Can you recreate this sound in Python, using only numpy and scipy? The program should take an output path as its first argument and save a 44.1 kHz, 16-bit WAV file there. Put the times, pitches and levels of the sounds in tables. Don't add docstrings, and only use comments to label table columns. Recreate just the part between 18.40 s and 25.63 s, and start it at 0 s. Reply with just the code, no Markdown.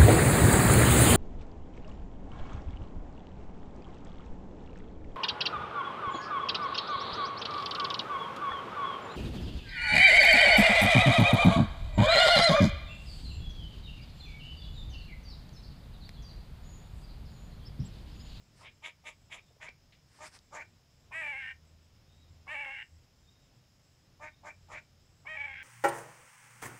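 import sys
import numpy as np
from scipy import signal
from scipy.fft import rfft, irfft
from scipy.io import wavfile
from scipy.ndimage import uniform_filter1d

SR = 44100
rng = np.random.default_rng(int(sys.argv[2]) if len(sys.argv) > 2 else 0)


def digitize_waveform(pressure):
    field = np.atleast_2d(pressure).T
    bounded = np.clip(field, -1, 1)
    quanta = np.round(bounded * 32767).astype(np.int16)
    wavfile.write(sys.argv[1], SR, quanta)


N = 318843
TIME = np.arange(N) / SR

# start t/s, main push delay/s, closing push delay/s, throat level/dB, main push level/dB,
# closing push level/dB, pitch f/Hz, roughness/0-1, sharpness/0-1, hiss level/dB,
# squeak level/dB against the mouth
BARKS = [ (0.191, 0.085, 0.093, -58, -52.5, -55, 641, 0.78, 1, -76, -20),
         (0.418, 0.04, .078, -52.5, -40.5, -51, 636.6, 0.42, 1, -57, -21),
         (0.636, 0.044, 0.073, -54, -43.5, -70, 617, 0.56, 0.98, -56, -15),
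         (0.895, .037, 0.095, -56, -43.5, -54, 647.7, 0.59, 1, -56.5, 8),
         (1.196, 0.033, 0.094, -54.5, -46, -46.5, 638.4, 0.65, .71, -60, 13.5),
         (1.785, 0.049, 0.073, -48.5, -52, -53, 619, 0.53, 0.46, -55, -16),
         (2.11, 0.068, 0.11, -46, -46, -44.5, 610, 0.64, 0.26, -53.5, 1),
         (5.794, 0.05, 0.089, -47.5, -47, -47.5, 612, 0.33, 0.4, -62.5, -10),
         (6.029, 0.053, 0.077, -48, -49, -48.5, 603, 0.63, 0.2, -59.5, 14),
         (6.283, 0.069, 0.1, -49, -47, -44.5, 621, 0.74, 0.58, -60, -20)]
# start t/s, length/s, delay until the voice cracks/s, delay until the throat drops/s,
# mouth level/dB, throat level/dB, opening strong-weak depth/0-1, ringing boost/dB,
# opening hiss level/dB against the mouth, high resonance's starting f/Hz, its level/dB,
# last mouth resonance f/Hz
SQUALLS = [ (2.703, 0.416, 0.128, .275, -36.5, -50.5, 0.67, 2.5, -26, 2530, -10, 1870),
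           (4.057, 0.37, 0.096, 0.27, -38.5, -49.5, 0.43, 2.5, -28, 2570, -3, 1970),
           (6.842, .4, 0.124, 0.28, -40.5, -52.5, 0.24, 7.5, -33.5, 3010, -14.5, 1587)]
# t/s, pitch f/Hz
SQUALL_TUNES = [
    [(2.71, 586), (2.755, 637.7), (2.795, 657), (2.85, 584), (2.91, 572.2), (2.945, 526), (2.99, 555),
     (3.04, 517.4), (3.15, 530)],
    [(4.07, 529), (4.112, 613.6), (4.135, 618.6), (4.16, 556), (4.21, 575.4), (4.245, 552.5), (4.29, 534.8),
     (4.33, 551.3), (4.39, 522.6)],
    [(6.86, 540), (6.893, 621.5), (6.962, 630.7), (6.978, 553.4), (7.015, 574.4), (7.032, 556), (7.05, 582),
     (7.07, 548), (7.23, 521)],
]
# f/Hz, level/dB
SHARP_COLOUR = [(200, -43), (420, -3.5), (630, -4.5), (950, -2), (1300, 1.5), (1500, -3), (1900, 2),
                (2350, 7), (2900, 1), (3650, -0.5), (4300, -19), (6000, -26), (12000, -59)]
DULL_COLOUR = [(200, -8.5), (450, -9), (620, 9.5), (900, 7), (1230, 6), (1550, 6), (1950, -0.5), (2350, 2),
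               (2750, -29), (3200, -36), (3700, -38), (4500, -29.5), (12000, -29)]
SQUALL_COLOUR = [(200, -21.5), (420, -30), (600, -12.5), (720, -15), (850, 4), (960, -18), (1330, -12.5),
                 (1600, -4.5), (1900, -4), (2290, -5.5), (2550, -8.5), (2900, -16), (3350, -26),
                 (4500, -39)]
# f/Hz, level/dB
BARK_HISS_COLOUR = [(3000, 0), (4500, -6.5), (6200, 2), (7300, 8), (8700, -8.5), (10300, -2.5),
                    (12500, -19), (15500, -56)]
SQUALL_HISS_COLOUR = [(3000, -21), (4500, -20), (6300, 1.5), (7900, 16.5), (9500, 8), (10800, 9.5),
                      (12500, -5), (15500, -65)]
# loudest t/s, rise/s, fall/s, level/dB
SHUFFLES = [(.22, 0.06, 0.037, -62.5), (1.80, 0.096, 0.025, -64.5), (1.866, 0.027, 0.021, -50.5),
            (1.96, 0.038, 0.017, -56)]
# f/Hz, level/dB
SHUFFLE_COLOUR = [(500, -0.5), (1800, 6), (3500, -4.5), (5200, 5), (6500, -4), (8700, 0.5), (10000, -8),
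                  (11500, -17), (15500, -26)]
# t/s, peak level/dB, centre f/Hz, width/octaves, time to fade by 60 dB/s
KNOCKS = [(1.105, -59, 567, 0.34, 0.045), (1.163, -59.5, 500, 0.24, 0.024),
          (1.287, -46.5, 435, 0.91, 0.024), (1.289, -45.5, 3000, 0.74, 0.02),
          (1.523, -52.5, 2660, 0.57, 0.18), (1.9895, -44.5, 4500, 0.44, 0.0082)]
# f/Hz, level/dB
AIR_COLOUR = [(12, -79), (22, -5), (90, -3), (135, -2.5), (200, -12), (290, -15.5), (400, -20), (620, -20),
              (900, -24.5), (1700, -29.5), (3100, -29), (4200, -29), (6000, -58)]
INSECT_COLOUR = [(3000, -7.5), (4300, -11.5), (5150, 2), (5900, -8), (6800, -6.5), (7600, -14), (8400, -18),
                 (11000, -19.5), (15500, -18)]
# loudest t/s, half width/s, f/Hz, level/dB
ENGINE_SWELLS = [(3.28, 0.29, 80.94, -65), (3.94, 0.18, 83.1, -61.5), (4.56, 0.046, 80.3, -60),
                 (6.25, 0.49, 88.9, -69), (7.15, .25, 80.5, -64.5)]
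# start t/s, length/s, f/Hz, level/dB
WHISTLES = [(0.949, 0.22, 3650, -79), (3.6, 0.36, 3740, -74), (4.74, 0.42, 3700, -75.5),
            (5.727, 0.41, 3710, -77)]

CLOSING_RISE_S, CLOSING_FALL_DB_PER_S = 0.039, 909
SCOOP_S, CRACK_S = 0.023, 0.015


def bark(start, main_s, closing_s, throat_db, main_db, closing_db, pitch_hz, rough, sharp,
         hiss_db, squeak_db):
    age = np.arange(0, closing_s + .046, 1 / SR)
    progress = age / age[-1]
    dull = 1 - sharp
    pitch_arch = 1 + 0.0445 * (np.sin(np.pi * progress) - 1)
    buzz, puffs = vocal_folds(pitch_hz * pitch_arch, beat=1.0, rough=rough)
    throat, mouth = throat_and_mouth(
        buzz, puffs, lambda hz: sharp * colour_db(SHARP_COLOUR, hz) + dull * colour_db(DULL_COLOUR, hz))
    shut = dull * np.clip((.68 - progress) / 0.28, 0, 1)
    squeak_hz = 2340 + 2900 * (age - closing_s) * step(progress, 0.25, 0.2)
    sweep = resonate(buzz + 1.6 * puffs, squeak_hz + (1450 - squeak_hz) * shut, width_hz=220)
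    squeak = resonate(puffs, squeak_hz, width_hz=160) * np.clip((progress - .5) / 0.4, 0, 1)
    until_closed = 1 - step(age, closing_s + .012, .006)
    mouth = steady(mouth + until_closed * (amp(-7) * sweep + amp(squeak_db) * squeak))
    early_hiss = bell(age - 0.047, 0.025)
    closing_push = push(age - closing_s, CLOSING_RISE_S, CLOSING_FALL_DB_PER_S)
    hiss_gain = amp(hiss_db) * np.hypot(early_hiss, amp(closing_db - main_db - 13) * closing_push)
    hiss = ring(puffs, lambda hz: colour_db(BARK_HISS_COLOUR, hz) - dull * .003 * np.maximum(hz - 6800, 0))
    throat_gain, mouth_gain = bark_gains(age, main_s, closing_s, throat_db, main_db, closing_db)
    call = throat_gain * throat + mouth_gain * mouth + hiss_gain * unit_level(hiss)
    return start, call * signal.windows.tukey(len(age), .06)


def bark_gains(age, main_s, closing_s, throat_db, main_db, closing_db, attack_s=.01, peak_s=0.052):
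    swell = np.minimum(age / attack_s, 1) * bell(np.minimum(age - peak_s, 0), 0.053)
    sag_db = 10.5 * np.clip((age - peak_s) / (closing_s - peak_s), 0, 1) ** 2
    release_db = 476 * np.maximum(age - closing_s, 0)
    throat = swell * amp(throat_db - sag_db - release_db)
    main = amp(main_db) * push(age - main_s, rise_s=0.47 * main_s, fall_db_per_s=520)
    closing = amp(closing_db) * push(age - closing_s, CLOSING_RISE_S, CLOSING_FALL_DB_PER_S)
    return throat, np.hypot(main, closing)


def push(t, rise_s, fall_db_per_s, crest_s=0.003):
    falling_s = np.hypot(np.maximum(t, 0), crest_s) - crest_s
    return bell(np.minimum(t, 0), rise_s) * amp(-fall_db_per_s * falling_s)


def squall(tune, start, length, crack_s, hold_s, mouth_db, throat_db, opening_beat, ring_db, hiss_db,
           edge_hz, edge_db, last_hz, ring_hz=2292, low_beat=0.53):
    age = np.arange(0, length + 0.044, 1 / SR)
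    pitch_hz = np.interp(start + age, *np.transpose(tune))
    cracked = step(age, crack_s, CRACK_S / 2)
    ringing = bell(4 * pitch_hz - ring_hz, 48)
    rough = np.clip(roughness(age, crack_s) * (1 - 0.21 * ringing), .02, 1)
    beat = opening_beat + (low_beat - opening_beat) * cracked
    pitch_hz = pitch_hz * (1 + 0.00904 * wander(48.3, len(age)))
    buzz, puffs = vocal_folds(pitch_hz, beat, rough, jitter=0.12, leak=0.48, waver=0)
    throat, mouth = throat_and_mouth(
        buzz, puffs, lambda hz: colour_db(SQUALL_COLOUR, hz), whoop_hz=887, whoop_s=0.035)
    clean_buzz, _ = vocal_folds(pitch_hz, beat, rough, jitter=0.04, leak=0.15, waver=0)
    clear_note = mouth_note(clean_buzz, age, pitch_hz, cracked, last_hz)
    ring_note = resonate(buzz, ring_hz, width_hz=220) * amp(-7 + ring_db * ringing)
    edge = resonate(buzz, edge_hz + 550 * age, width_hz=194) * amp(edge_db + 18 * (age - age.mean()))
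    sputter = amp(9 * rough * np.tanh(wander(130, len(age))))
    mouth = steady((mouth + clear_note + ring_note + edge) * sputter) * amp(ring_db * ringing)
    throat = throat * amp(4 * rough * wander(45, len(age)))
    hiss = unit_level(ring(puffs + .8 * buzz, lambda hz: colour_db(SQUALL_HISS_COLOUR, hz)))
    hiss *= amp(hiss_db - 32 * age)
    throat_gain, mouth_gain = squall_gains(age, length, hold_s)
    return start, amp(throat_db) * throat_gain * throat + amp(mouth_db) * mouth_gain * (mouth + hiss)


def squall_gains(age, length, hold_s, throat_on_s=.008, mouth_on_s=.017):
    opening = bell(age, 0.034)
    release = amp(-1100 * np.maximum(age - length, 0))
    throat_db = -5 * opening - 15 * step(age, hold_s, .025)
    mouth_db = -15 * opening - 16 * age
    throat = step(age, throat_on_s, throat_on_s / 2) * amp(throat_db)
    mouth = step(age, mouth_on_s, 0.33 * mouth_on_s) * amp(mouth_db)
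    return throat * release, mouth * release


def roughness(age, crack_s):
    onset = .65 * bell(age, SCOOP_S)
    crack = .24 * bell(age - crack_s, CRACK_S)
    hoarse = step(age, crack_s, CRACK_S) * (.16 + .48 * (age - crack_s))
    return .08 + onset + crack + hoarse * flutter(db=3.5, hz=22, count=len(age))


def mouth_note(buzz, age, pitch_hz, cracked, last_hz, width_hz=170, shuts_s=.32):
    high = step(age, SCOOP_S + CRACK_S / 2, CRACK_S / 2) * (1 - cracked)
    third, fourth = (resonate(buzz, k * pitch_hz, width_hz) for k in (3, 4))
    open_note = high * third + (1 - high) * fourth
    shut = step(age, shuts_s, 0.016)
    return (1 - shut) * open_note + shut * resonate(buzz, last_hz, width_hz)


def vocal_folds(pitch_hz, beat, rough, jitter=0.13, waver=0.0035, leak=1.0):
    count = len(pitch_hz)
    turns = np.cumsum(pitch_hz * (1 + waver * wander(68, count))) / SR
    turns += jitter * rough * wander(110, count)
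    cycles = sum((beat if k % 2 else 1) * np.cos(np.pi * k * turns - .45 * k * k) for k in range(1, 26))
    cycles = unit_level(cycles) * (1 + 0.87 * rough * wander(290, count))
    puffs = unit_level((1 + 0.093 * np.cos(np.pi * turns)) * rng.standard_normal(count))
    air_share = np.clip(leak * rough, 0, 1)
    return np.sqrt(1 - air_share ** 2) * cycles + air_share * puffs, puffs


def throat_and_mouth(buzz, puffs, colour, whoop_hz=860, whoop_s=0.0076, split_hz=1380):
    def cut_db(ratio):
        return 10 * np.log10(1 + np.minimum(ratio, 2) ** 20)

    throat = ring(buzz, lambda hz: colour(hz) - cut_db(hz / split_hz))
    mouth = ring(buzz, lambda hz: colour(hz) - cut_db(split_hz / (hz + 1)))
    age = np.arange(len(buzz)) / SR
    whoop = 5.5 * resonate(puffs, whoop_hz + 4200 * age, width_hz=345) * bell(age, whoop_s)
    return steady(steady(throat) + whoop), steady(mouth)


def shuffles():
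    strokes = sum(amp(db) * bell(TIME - s, np.where(TIME < s, rise, fall))
                  for s, rise, fall, db in SHUFFLES)
    return strokes * unit_level(noise(SHUFFLE_COLOUR) * flutter(db=0.55, hz=400))


def knock(start, db, centre_hz, octaves, fade_s):
    age = np.arange(8192) / SR
    burst = rng.standard_normal(len(age)) * amp(-60 * age / fade_s)
    body = ring(burst, lambda hz: -20 * np.log10(1 + (np.log2((hz + 1) / centre_hz) / octaves) ** 4 / 2))
    return start, amp(db) * body / abs(body).max()


def window_recess(sound, fade_s=0.16, echo_db=-16, echoes_per_s=2000):
    age = np.arange(8192) / SR
    echoes = rng.standard_normal(len(age)) * (rng.random(len(age)) < echoes_per_s / SR)
    echoes *= amp(-60 * age / fade_s) * (age > .002)
    return sound + amp(echo_db) * signal.fftconvolve(sound, echoes / np.linalg.norm(echoes))[:N]


def outdoor_air():
    return amp(-65.5) * noise(AIR_COLOUR) * flutter(db=1.3, hz=2)


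def insect_chorus():
    return amp(-72.5) * noise(INSECT_COLOUR) * flutter(db=0.44, hz=50)


def far_engine(idle_db=-77.5):
    peak_s, _, note_hz, _ = np.transpose(ENGINE_SWELLS)
    hz = np.interp(TIME, peak_s, note_hz) * (1 + 0.03125 * wander(9.15))
    angle = 2 * np.pi * np.cumsum(hz) / SR
    drone = unit_level(np.sin(angle) + amp(-15) * np.sin(2 * angle))
    gain = amp(idle_db) + sum(amp(db) * bell(TIME - s, width) for s, width, _, db in ENGINE_SWELLS)
    return drone * gain * flutter(db=2.5, hz=23)


def lone_insect(hz=7600, width_hz=260, db=-84, pulses_per_s=2.3):
    pulse = 0.19 + np.sin(np.pi * (pulses_per_s * TIME + 0.62 * wander(0.88))) ** 2
    angle = 2 * np.pi * np.cumsum(hz + 90 * wander(1.6)) / SR
    return amp(db) * unit_level(pulse * wander(width_hz) * np.sin(angle))


def far_whistle(start, length, hz, db):
    count = len(np.arange(0, length, 1 / SR))
    tone = resonate(rng.standard_normal(count), hz + 50 * wander(11, count), width_hz=110)
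    tone *= flutter(db=4, hz=31, count=count)
    return start, amp(db) * unit_level(tone) * signal.windows.tukey(count, .9)


def amp(db):
    return 10 ** (np.asarray(db) / 20)


def unit_level(x):
    return x / np.sqrt(np.mean(x ** 2) + 1e-20)


def steady(x, size=700):
    power = uniform_filter1d(uniform_filter1d(x ** 2, size), size)
    return x / np.sqrt(abs(power) + 1e-20)


def step(t, at, width):
    return .5 + .5 * np.tanh((t - at) / width)


def bell(x, width):
    return np.exp(-(x / width) ** 2)


def colour_db(colour, hz):
    points_hz, db = np.transpose(colour)
    return np.interp(np.log(hz + 1), np.log(points_hz + 1), db)


def noise(colour):
    gains = amp(colour_db(colour, np.fft.rfftfreq(N, 1 / SR)))
    return unit_level(irfft(rfft(rng.standard_normal(N)) * gains, N))


def wander(hz, count=N):
    damping = np.sqrt(1 + (np.fft.rfftfreq(count, 1 / SR) / hz) ** 4)
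    return unit_level(irfft(rfft(rng.standard_normal(count)) / damping, count))


def flutter(db, hz, count=N):
    return amp(db * wander(hz, count))


def ring(x, colour, size=2048):
    log_gain = np.log(amp(colour(abs(np.fft.fftfreq(size, 1 / SR)))))
    response = np.fft.ifft(np.exp(signal.hilbert(log_gain).conj())).real
    return signal.fftconvolve(x, response[:size // 2])[:len(x)]


def resonate(x, hz, width_hz):
    spin = np.exp(2j * np.pi * np.cumsum(hz * np.ones(len(x))) / SR)
    decay = np.exp(-np.pi * width_hz / SR)
    band = signal.lfilter([(1 - decay) ** 2], [1, -2 * decay, decay * decay], x / spin)
    return steady((spin * band).real)


def add(mix, start, sound):
    part = mix[max(round(start * SR), 0):][:len(sound)]
    part += sound[:len(part)]


def scene():
    near = np.zeros(N)
    garden = outdoor_air() + insect_chorus() + far_engine() + lone_insect()
    for row in BARKS:
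        add(near, *bark(*row))
    for tune, row in zip(SQUALL_TUNES, SQUALLS):
        add(near, *squall(tune, *row))
    for row in KNOCKS:
        add(near, *knock(*row))
    for row in WHISTLES:
        add(garden, *far_whistle(*row))
    return (window_recess(near + shuffles()) + garden)[None]


def record(dry):
    treble_cut = signal.firwin(511, 15700, window=("kaiser", 9), fs=SR)
    return signal.oaconvolve(dry, treble_cut[None], "same")


dry = scene()
out = record(dry)
digitize_waveform(out)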